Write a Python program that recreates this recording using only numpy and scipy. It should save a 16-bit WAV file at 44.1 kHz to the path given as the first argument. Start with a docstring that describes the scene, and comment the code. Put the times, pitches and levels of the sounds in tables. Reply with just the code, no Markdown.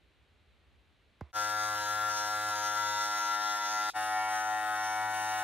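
"""Electric hair clippers at work in a small room, close to a phone, in two passes, the first cut off
sharply, the second swelling in quickly. The motor hums on the orders of its shaft; the blade clacks and
rings at both ends of its travel and rasps in between; its teeth hiss through the hair. Each stroke up the
head slows the motor and shifts the hum's colour. Filtered noise and a falling tone make the quiet opening
and the tap on the phone before the passes."""
import sys
import numpy as np
from scipy import signal
from scipy.fft import rfft, irfft
from scipy.io import wavfile

SR = 44100
rng = np.random.default_rng(int(sys.argv[2]) if len(sys.argv) > 2 else 0)


def transcribe(signal):
    """Save signal, clipped to [-1, 1], as a 16-bit WAV file at the path in sys.argv[1]."""
    frames = np.atleast_2d(signal).T
    limited = np.clip(frames, -1, 1)
    pcm = np.round(limited * 32767).astype(np.int16)
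    wavfile.write(sys.argv[1], SR, pcm)


N = 239574
T = np.arange(N) / SR
HZ = np.fft.rfftfreq(N, 1 / SR)

# strongest shaft orders, which reach the phone directly and waver only a little: order
DIRECT_ORDERS = (1, 7, 8, 9, 13, 16)
# hum of the housing with the blade running free: order, relative_level_db
FIRST_HUM = [(1, -21), (2, -42), (3, -21.5), (4, -38), (5, -15), (6, -16.5), (7, -5.5), (8, -10), (9, -12),
             (10, -15.5), (11, -13), (12, -25.5), (13, 3), (14, -13.5), (15, -10.5), (16, -6), (17, -11.5),
             (18, -26.5), (19, -13), (20, -26), (21, -24.5), (22, -34.5)]
SECOND_HUM = [(1, -22.0), (2, -67), (3, -19), (4, -35.5), (5, -18), (6, -14), (7, 4.0), (8, 0), (9, -4),
              (10, -9), (11, -15), (12, -10.5), (13, -2.5), (14, -2.5), (15, -23.5), (16, -9), (17, -6.5),
              (18, -9), (19, -19), (20, -22), (21, -9), (22, -32)]
# blade resonances that the hair damps and frees: pitch_hz
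BLADE_MODES = (2750, 3400, 3900, 5700, 6500, 8200, 10000)
# ring of the steel blade before the hand acts on it: order, level_db
FIRST_RING = [(25, -64), (29, -69), (33, -57), (34, -73), (35, -55.5), (36, -59.5), (37, -79), (38, -60)]
SECOND_RING = [(25, -63.5), (28, -66), (30, -64), (31, -62), (32, -69), (33, -67.5), (34, -60), (35, -67),
               (36, -71)]
# spectrum of the blade's clack and rasp: pitch_hz, relative_density_db
FIRST_CLACK = [(2400, -5.5), (2800, -7.5), (3300, -7), (3700, 2), (4300, -11), (4900, 0), (5600, -1.5),
               (6500, -1.5), (7400, -12), (8500, -18), (10000, -19), (11500, -32.5), (15300, -25)]
SECOND_CLACK = [(2400, 0), (2800, 3.5), (3300, -0.5), (3700, -3.5), (4300, -8), (4900, -1.5), (5900, 2.5),
                (6500, -1), (7400, -13), (8500, -3.5), (9200, -10.5), (9700, 0), (10100, -6), (10500, -4.5),
                (11300, -22), (15300, -13)]
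# spectrum of the tooth hiss: pitch_hz, relative_density_db
FIRST_HISS = [(60, -41), (150, -15.5), (300, -13), (520, -10), (750, -4), (1400, -1), (2400, -5.5),
              (3700, -9), (4800, -4.5), (6000, -4), (7500, -11.5), (10000, -8.5), (12500, -6), (15300, -24)]
SECOND_HISS = [(60, -34), (150, -21), (300, -10), (520, -19.5), (750, -1), (1400, -5), (2400, -6),
               (3700, -8), (4800, -7), (6000, -10.5), (7500, -8.5), (10000, -8.5), (12500, -12.5),
               (15300, -23)]
# brief dip of the room sound around the start of the first pass: time_s, gain
OPENING_DIP = [(1.308, 1), (1.322, .03), (1.33, .03), (1.36, 1)]
# spectrum of the still room: pitch_hz, relative_density_db
ROOM_SPECTRUM = [(15, -31), (25, -28), (50, -5.5), (75, -5), (181, -15), (354, -15.5), (927, -22.5),
                 (2430, -21), (4040, -24.5), (5010, -36.5), (12100, -46), (15000, -59)]
# low rumble of the hand-held phone: time_s, level_db
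RUMBLE_LEVEL = [(0, -71), (.45, -73.5), (.62, -66), (.8, -65.5), (1, -75), (2.5, -75), (3.3, -104),
                (5.4, -82)]
# stereo image of the clippers: pitch_hz, left_minus_right_db, left_lead_rad
STEREO_DIFFERENCE = [(100, -.8, 0), (700, 1.8, -.1), (1300, 3.7, -.55), (2400, .5, -.7), (4100, 0, -.7),
                     (4800, 0, -2.95), (4890, 0, -3.14), (5100, 0, -3.5), (5700, 0, -4), (7400, -.5, -4.2),
                     (10500, 0, -5.6), (11500, 0, -6.2)]
# strokes up the head: start_s, time_to_full_pressure_s, length_s, pressure, tilt (0-1),
# whine_damping_db (negative frees it), landing_knock (0-1)
STROKES = [(1.325, .11, 0.23, 0.45, 0.07, 0, 0.02), (1.752, 0.091, 0.22, 0.86, 0.08, 6, 1),
           (2.096, 0.12, 0.24, 0.7, 0, 1, 0.99), (2.504, 0.055, .34, 0.91, 0, 4.5, .66),
           (2.761, .13, 0.47, 1.08, .85, 3.5, 0.45), (3.189, 0.05, 0.31, 0.65, .25, -0.5, 1),
           (3.561, 0.065, .23, 0.66, .2, -0.5, 0.76), (3.951, 0.055, 0.26, 0.84, 0, 8, 0),
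           (4.291, 0.082, 0.2336, 0.76, 0, 2, 0.05), (4.5, 0.25, 0.29, 0.95, 0.1, 0, 0.01),
           (4.756, 0.05, .23, 0.39, 0, 0, 0.32), (5.334, 0.061, 0.26, .57, 0, 2, 0.06)]
# where the hand works on the head: time_s, place (0 = middle of the pass)
FIRST_PLACE = [(1.33, -0.18), (2.6, -0.06), (3.25, 1)]
SECOND_PLACE = [(4.8, -0.33), (5.15, 0.73), (5.43, 0.0035)]
# orders that answer to the hand: order, per_pressure_db, per_tilt_db, per_place_db
FIRST_ANSWER = [(1, -3.5, 10.5, -11.0), (5, 2, 2.5, -6.0), (7, -3.5, -8.5, -0.5), (8, -1, 0.5, 3.5),
                (9, 12.5, -2.5, 3.0), (10, -4.5, -5, 2.5), (11, -17.5, 17, -8.5), (12, 14.5, -10, -1.5),
                (13, -2.5, 4.5, 0.0), (14, -1.5, 8, 1.0), (15, 1.5, 3.5, -5.5), (16, -1.5, -1, -3.5),
                (17, -2, -7, 4), (19, -3.5, 6.5, 4.0)]
SECOND_ANSWER = [(1, 1.5, 0.0, 6), (7, -1.5, 0.0, -1), (8, -2, 0.0, -2), (9, -14, 0.0, -2.5),
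                 (10, -2.5, 0.0, 0), (12, 6, 0.0, -1), (13, -3.5, 0.0, -4.5), (14, -0.5, 0.0, -3.5),
                 (15, 23.5, 0.0, 8), (17, 1, 0.0, -2.0), (18, 3, 0.0, 0.5), (21, -6, 0.0, 1)]
# rows for clack and cutting: per_pressure_db, per_tilt_db, per_place_db
FIRST_BLADE = [(4, -3.5, 1.5), (0.5, -0.5, -1.5)]
SECOND_BLADE = [(1.1, 0, 0.29), (4.3, 0, 2.9)]
# soft low rustles: peak_s, half_length_s, level_db
RUSTLES = [(3.812, 0.17, -64.5), (5.147, 0.17, -65)]

TAP_S, FIRST_S, FIRST_END_S, SECOND_S = 1.2098, 1.33, 3.9, 3.935
ROOM_DB = -69
TICK_DB, TICK_S = -42.5, .0035  # the tap's noise burst and its decay
# landing time of the blade, and the share of the pressure taken by then (before smoothing)
LAND_S, LAND_SHARE = 0.0086, 0.442
# scales of the shaft's unevenness and of each clack's lateness (cycles)
SHAFT_WAVER, BLADE_SLACK = .0006, .0003
# scale for the rate of reflection changes with hand travel; rate of tufts reaching the teeth (per s)
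RESTLESS, TUFTS_PER_S = 1.8, 14
HUM_SCATTER = .38  # reflected hum, against 1 for the direct sound
WHINE_ORDER = 13  # the shaft order whose level the whine damping sets
BLADE_WET = .65  # strength of the blade's reflections against its direct sound
# scale of the ring's wavering (dB); bunching of the hiss at each stroke
RING_WAVER_DB, TEETH_BUNCH = 1.6, .6
EDGE_HZ = 15710  # middle of the recorder's upper band edge


def gain_of(db):
    """Decibel law: 20 dB is a tenfold amplitude."""
    return 10 ** (np.asarray(db) / 20)


def evened(x):
    """Normalization to unit root-mean-square amplitude."""
    return x / np.sqrt(np.mean(abs(x) ** 2) + 1e-20)


def curves(rows):
    """Linear interpolation in time: each column of a table at every sample."""
    s, *columns = np.transpose(rows)
    return [np.interp(T, s, c) for c in columns]


def spectra(rows):
    """Interpolation over logarithmic frequency: each column of a table at every bin."""
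    f, *columns = np.transpose(rows)
    return [np.interp(np.log(HZ + 1), np.log(f + 1), c) for c in columns]


def coloured(x, points, low_hz):
    """Linear filtering: shapes the spectrum of x, with a steep edge below low_hz, at rms 1."""
    edge = 1 / np.sqrt(1 + (low_hz / (HZ + 1)) ** 16)
    return evened(irfft(rfft(x) * gain_of(spectra(points)[0]) * edge, N))


def drift(place, count=6):
    """Superposition of slow waves: a smooth complex wander, changing about once per unit of place."""
    coarse = place[::100, None]
    phase = coarse * rng.uniform(-1, 1, count) + rng.random(count)
    waves = np.exp(2j * np.pi * phase).sum(1)
    return np.interp(T, T[::100], waves) / np.sqrt(count)


def still_room(apart=.4, rumble_apart=.65, rumble_balance_db=-3):
    """Partly coherent noise: faint room tone and the low rumble of the hand-held phone."""
    common, side, low, low_side = rng.standard_normal((4, N))
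    air = common + apart * np.array([side, -side])
    air = gain_of(ROOM_DB) * coloured(air, ROOM_SPECTRUM, low_hz=25)
    low = low + rumble_apart * np.array([low_side, -low_side])
    rumble_points = [(40, -27), (60, 2.0), (75, 6.0), (95, -12.0), (200, -27), (800, -68)]
    rumble = coloured(low, rumble_points, low_hz=30)
    balance_db = rumble_balance_db / 2 * np.array([[1], [-1]])
    return air + gain_of(curves(RUMBLE_LEVEL)[0] + balance_db) * rumble


def tap(top_hz=2730, boom_hz=70, fall_s=0.0072, boom_db=-40.0, rise_s=0.0017, hold_s=0.017, decay_s=0.012,
        ring_db=-52, ring_s=0.06, tail_db=-63, tail_s=0.063, echo=0.19, echo_s=0.00091, balance_db=-4):
    """Falling sweep and noise burst: a tap on the phone, treble first, bass lagging and ringing on, faint room
    answer."""
    age = np.maximum(T - TAP_S, 0)
    hz = boom_hz + (top_hz - boom_hz) / (1 + age / fall_s) ** 4
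    size = gain_of(boom_db) * np.exp(-np.maximum(age - hold_s, 0) / decay_s)
    size = size + gain_of(ring_db) * np.exp(-age / ring_s)
    boom = np.minimum(age / rise_s, 1) * size * np.sin(2 * np.pi * np.cumsum(hz * (age > 0)) / SR)
    # a close reflection splits the boom into separate bands
    boom = (boom + echo * np.interp(T - echo_s, T, boom)) / np.hypot(1, echo)
    burst = gain_of(TICK_DB) * np.exp(-age / TICK_S)
    burst = burst + gain_of(tail_db) * np.exp(-age / tail_s) * (age > .002)
    tick_points = [(650, 11), (1050, 12), (1600, 0), (2100, 7), (2800, -9), (5000, -11), (14000, -56)]
    noise = coloured(rng.standard_normal(N), tick_points, low_hz=300)
    balance = gain_of([[balance_db / 2], [-balance_db / 2]])
    return (age > 0) * (T < FIRST_S) * (boom + burst * noise) * balance


def touches():
    """Impact events: start_s and strength of the strokes that land with a knock."""
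    return [(row[0], row[-1]) for row in STROKES if row[-1] > 0]


def bumps(peak_db=-50.0, decay_s=0.013):
    """Resonance under impact: noise around 850 Hz as each touch knocks the housing's main resonance."""
    points = [(400, -29), (850, 21), (1200, -21), (3000, -2)]
    noise = coloured(rng.standard_normal(N), points, low_hz=350)
    knocks = sum(size * np.exp(-abs(T - s) / decay_s) for s, size in touches())
    return gain_of(peak_db) * knocks * noise


def jolt(relax_s=0.056):
    """Relaxation: each touch loads the housing at once; the load then eases off exponentially."""
    load = 0
    for s, size in touches():
        onset = np.clip((T - s) / LAND_S + .5, 0, 1)
        load = load + size * onset * np.exp(-np.maximum(T - s, 0) / relax_s)
    return load


def hand(place):
    """Contact loading (pressure, tilt, place, whine damping): each stroke lands, bears down and lifts."""
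    pressure, tilt, damping_db = np.zeros((3, N))
    for start, rise, length, press, lean, damp_db, _ in STROKES:
        contact = np.interp(T - start, [-LAND_S / 2, LAND_S / 2, rise, length], [0, LAND_SHARE, 1, 0])
        contact = (contact + np.sin(np.pi / 2 * contact) ** 2) / 2
        pressure = pressure + press * contact
        tilt = tilt + lean * contact
        damping_db = damping_db + damp_db * contact ** 8
    return np.array([pressure, tilt, curves(place)[0], damping_db])


def hand_travel(speed, jump):
    """Kinematics of the hand: it glides at speed (units per s) and jerks at each touch."""
    return speed * T + jump * sum(size * np.clip((T - s) / LAND_S + .5, 0, 1) for s, size in touches())


def hum(turns, orders, level_db, answer, grip, travel, ringing,
        apart=0.23, shove=2.1, choke_db=2, waver_db=1.55):
    """Harmonic excitation and interference: the grip damps or frees shaft orders; reflections vary them."""
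    k, db = np.transpose(orders)
    grip_db = {round(order): np.dot(slopes, grip[:3]) for order, *slopes in answer}
    grip_db[WHINE_ORDER] = grip_db[WHINE_ORDER] - grip[3]
    # the housing rings after each kick of the motor, which sets the lag of each order
    circle = np.r_[db[0], db, db[::-1]]
    lag = -ringing * signal.hilbert(circle * np.log(10) / 20).imag[1:]
    load = shove * jolt()
    out = np.zeros((2, N))
    for i, order in enumerate(np.round(k)):
        # a touch drags (rad) and chokes the orders around the housing's main resonance
        drag = load * np.exp(-((order - 7.5) / 1.5) ** 2)
        size = gain_of(level_db + db[i] + grip_db.get(order, 0) - choke_db * drag)
        path = (1 + HUM_SCATTER * drift(2 * RESTLESS * travel)) / np.hypot(1, HUM_SCATTER)
        if order in DIRECT_ORDERS:
            path = np.exp(.4j * path.imag) * gain_of(waver_db * drift(2 * RESTLESS * travel).real)
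        elif order < 7:
            path = (2 + path) / 3  # long waves hardly notice the hand's motion
        phase = 2 * np.pi * order * turns + lag[i] - drag
        tone = np.sqrt(2) * size * np.exp(1j * phase)
        side = apart * order / len(k) * (tone * drift(travel)).real
        out += (tone * path).real + np.array([side, -side])
    return out


def clacks(turns, back_stroke, uneven=0.14, back_at=.48):
    """Periodic impact: a click at each end of the blade's travel, loose in time and strength; a row per end."""
    out = np.zeros((2, N))
    near = np.arange(-8, 9)
    for end, offset, size in zip(out, (0, back_at), (1, back_stroke)):
        cycles = np.arange(2, int(turns[-1]) - 1)
        late, force = rng.standard_normal((len(cycles), 2)).T
        at = np.interp(cycles + offset + BLADE_SLACK * late, turns, np.arange(N))[:, None]
        index = at.astype(int) + near
        strength = size * (1 + uneven * force[:, None])
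        # windowed sinc places each click between samples
        np.add.at(end, index, strength * np.sinc(index - at) * np.hanning(len(near)))
    return out


def in_room(ends, travel, ring_s=0.0023, top_ring_s=0.00051, t60=0.17, apart=0.81, count=4):
    """Convolution: a short ring for each blade end, then reflections that change as the hand travels."""
    t = np.arange(SR // 6) / SR
    # the ring is shortest in the top treble
    top = np.interp(np.fft.rfftfreq(len(t), 1 / SR), [4000, 7500], [0, 1])
    decays = np.exp(-t / np.array([[[ring_s]], [[top_ring_s]]]))
    slow, quick = rfft(rng.standard_normal((2, 2, len(t))) * decays)
    ring = (1 - top) * slow + top * quick
    # a flat magnitude smears each click with little colouring
    ring = irfft(ring / abs(ring), len(t)) * (t < 10 * ring_s)
    x = signal.oaconvolve(ends, ring, axes=1).sum(0)[:N]
    out = x * np.ones((2, 1))
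    for i in range(count):
        common, side = rng.standard_normal((2, len(t)))
        tail = (common + apart * np.array([side, -side])) * gain_of(-60 * t / t60) * (t > .003)
        tail = tail / np.linalg.norm(tail[0])
        nearness = np.maximum(np.cos(2 * np.pi * (travel - i / count)), 0)
        out += BLADE_WET * nearness * signal.oaconvolve(x[None], tail, axes=1)[:, :N]
    return evened(out)


def scrape(turns, travel, bunched=0.4, size=8192, count=3):
    """Sliding friction: the same rough steel repeats each turn as a rasp; its grain changes as hair passes."""
    profiles = np.fft.ifft(np.exp(2j * np.pi * rng.random((count, 150))), size)
    at = (turns % 1 * size).astype(int)
    rasp = sum((profile[at] * drift(travel)).real for profile in profiles)
    return evened(rasp * (1 + bunched * np.cos(4 * np.pi * (turns - .1))))


def shifting(x, depth=0.23, sharpness=5.7, changes_per_s=6.0):
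    """Variable damping: blade resonances each swell and dull as hair and skin press against it."""
    rings = (signal.lfilter(*signal.iirpeak(hz, sharpness, fs=SR), x) for hz in BLADE_MODES)
    return evened(x + depth * sum(drift(changes_per_s * T).real * ring for ring in rings))


def blade_ring(turns, rows, travel, grip, press_db=2.4, tilt_db=2.0, place_db=1.3, at=0.1011):
    """Phase-locked harmonics: high shaft orders of the steel pulse together and reach the phone directly."""
    ring = 0
    for order, db in rows:
        size = gain_of(db + RING_WAVER_DB * drift(2 * RESTLESS * travel).real)
        ring = ring + size * np.cos(2 * np.pi * round(order) * (turns - at))
    return np.sqrt(2) * gain_of(np.dot([press_db, tilt_db, place_db], grip[:3])) * ring


def teeth(turns, points, snip_db=-1.0, apart=0.88):
    """Modulated noise: the hiss of teeth shearing hairs, in grains that bunch at each stroke."""
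    stroke = 1 + TEETH_BUNCH * np.cos(2 * np.pi * (turns - .03)) ** 8
    grains = np.repeat(rng.standard_normal(N // 32 + 1), 32)[:N]
    common, side = rng.standard_normal((2, N)) * stroke * gain_of(snip_db * grains)
    return coloured(common + apart * np.array([side, -side]), points, low_hz=45)


def stereo_image(x):
    """Stereo image: level and phase differences between left and right, opposed near 4.9 kHz."""
    balance_db, lead = spectra(STEREO_DIFFERENCE)
    left = gain_of(balance_db / 2) * np.exp(1j * lead / 2)
    pair = rfft(x)
    unlike = np.interp(HZ, [4500, 4800, 5000, 5300], [1, 0, 0, 1])
    middle = pair.mean(0)
    pair = (middle + unlike * (pair - middle)) * np.array([left, 1 / left])
    # the top treble is set in the centre
    width = np.interp(HZ, [10200, 11200], [1, 0])
    middle = pair.mean(0)
    return irfft(middle + width * (pair - middle), N)


def clippers(grip, travel, orders, answer, blade_answer, ring, clack, hiss, free_hz, sag_hz, hum_db, clack_db,
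             bite_db, hiss_db, ringing, back_stroke, rasp, flutter_db):
    """Common drive: hum and blade sound of one pass follow one shaft, which slows under pressure."""
    speed = free_hz - sag_hz * grip[0]
    turns = np.cumsum(speed) / SR + SHAFT_WAVER * drift(25 * T, count=30).real
    housing = hum(turns, orders, hum_db, answer, grip, travel, ringing)
    flutter = flutter_db * drift(TUFTS_PER_S * T, count=12).real
    blade, shear = np.dot(blade_answer, grip[:3]) + flutter
    steel = in_room(clacks(turns, back_stroke), travel / 2) + rasp * scrape(turns, travel)
    steel = shifting(coloured(steel, clack, low_hz=2360))
    # the top of each clack, like the hiss, follows how the teeth bite into the hair
    bite = irfft(rfft(steel) * np.clip((HZ - 6500) / 1500, 0, 1), N)
    cutting = gain_of(bite_db) * evened(bite) + gain_of(hiss_db) * teeth(turns, hiss)
    clacking = gain_of(blade + clack_db) * (steel - bite) + blade_ring(turns, ring, travel, grip)
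    return stereo_image(housing), stereo_image(clacking + gain_of(shear) * cutting)


def fade_in(start, fade_s, step=0, bend=1.8):
    """Onset envelope: a pass opens with a small step and swells to full level."""
    return (T > start) * (step + (1 - step) * np.clip((T - start) / fade_s, 0, 1) ** bend)


def cut_off(decay_s):
    """Cut: the first pass stops sharply, and a faint treble fades out over a few hundredths of a second."""
    return np.exp(-np.maximum(T - FIRST_END_S, 0) / decay_s)


def rustle():
    """Enveloped low noise: soft rustles swell and fade under the buzz."""
    points = [(100, -12), (220, -2), (380, -2), (800, -26), (3000, -45)]
    noise = coloured(rng.standard_normal(N), points, low_hz=90)
    return noise * sum(gain_of(db) * np.exp(-((T - s) / length) ** 2) for s, length, db in RUSTLES)


def scene():
    """Superposition: the quiet opening with its tap, then the two passes."""
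    first_hum, first_blade = clippers(
        hand(FIRST_PLACE), hand_travel(speed=2.397, jump=0.13), FIRST_HUM, FIRST_ANSWER, FIRST_BLADE,
        FIRST_RING, FIRST_CLACK, FIRST_HISS, free_hz=105.54, sag_hz=0.93, hum_db=-38.0, clack_db=-43.5,
        bite_db=-53, hiss_db=-49.0, ringing=0.92, back_stroke=1.0, rasp=0.39, flutter_db=1.0)
    second_hum, second_blade = clippers(
        hand(SECOND_PLACE), hand_travel(speed=1.6, jump=0.2057), SECOND_HUM, SECOND_ANSWER, SECOND_BLADE,
        SECOND_RING, SECOND_CLACK, SECOND_HISS, free_hz=106.3, sag_hz=.25, hum_db=-40.0, clack_db=-46.5,
        bite_db=-55.0, hiss_db=-51.0, ringing=0.9, back_stroke=0.93, rasp=0.59, flutter_db=1.0)
    low = rustle()
    first = cut_off(decay_s=0.00048) * (first_hum + low) + cut_off(decay_s=0.014) * first_blade
    first = fade_in(FIRST_S, fade_s=0.035, step=0.076) * first
    second = second_hum + low + second_blade
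    second = fade_in(SECOND_S, fade_s=0.03, step=0.059, bend=1.66) * second
    opening = (tap() + still_room()) * curves(OPENING_DIP)[0]
    return first + second + bumps() + opening


def record(dry):
    """Band limiting: the recorder passes nothing above its upper edge."""
    passed = np.clip((EDGE_HZ - np.fft.rfftfreq(2 * N, 1 / SR)) / 200 + .5, 0, 1)
    return irfft(rfft(dry, 2 * N) * passed, 2 * N)[:, :N]


dry = scene()
out = record(dry)
transcribe(out)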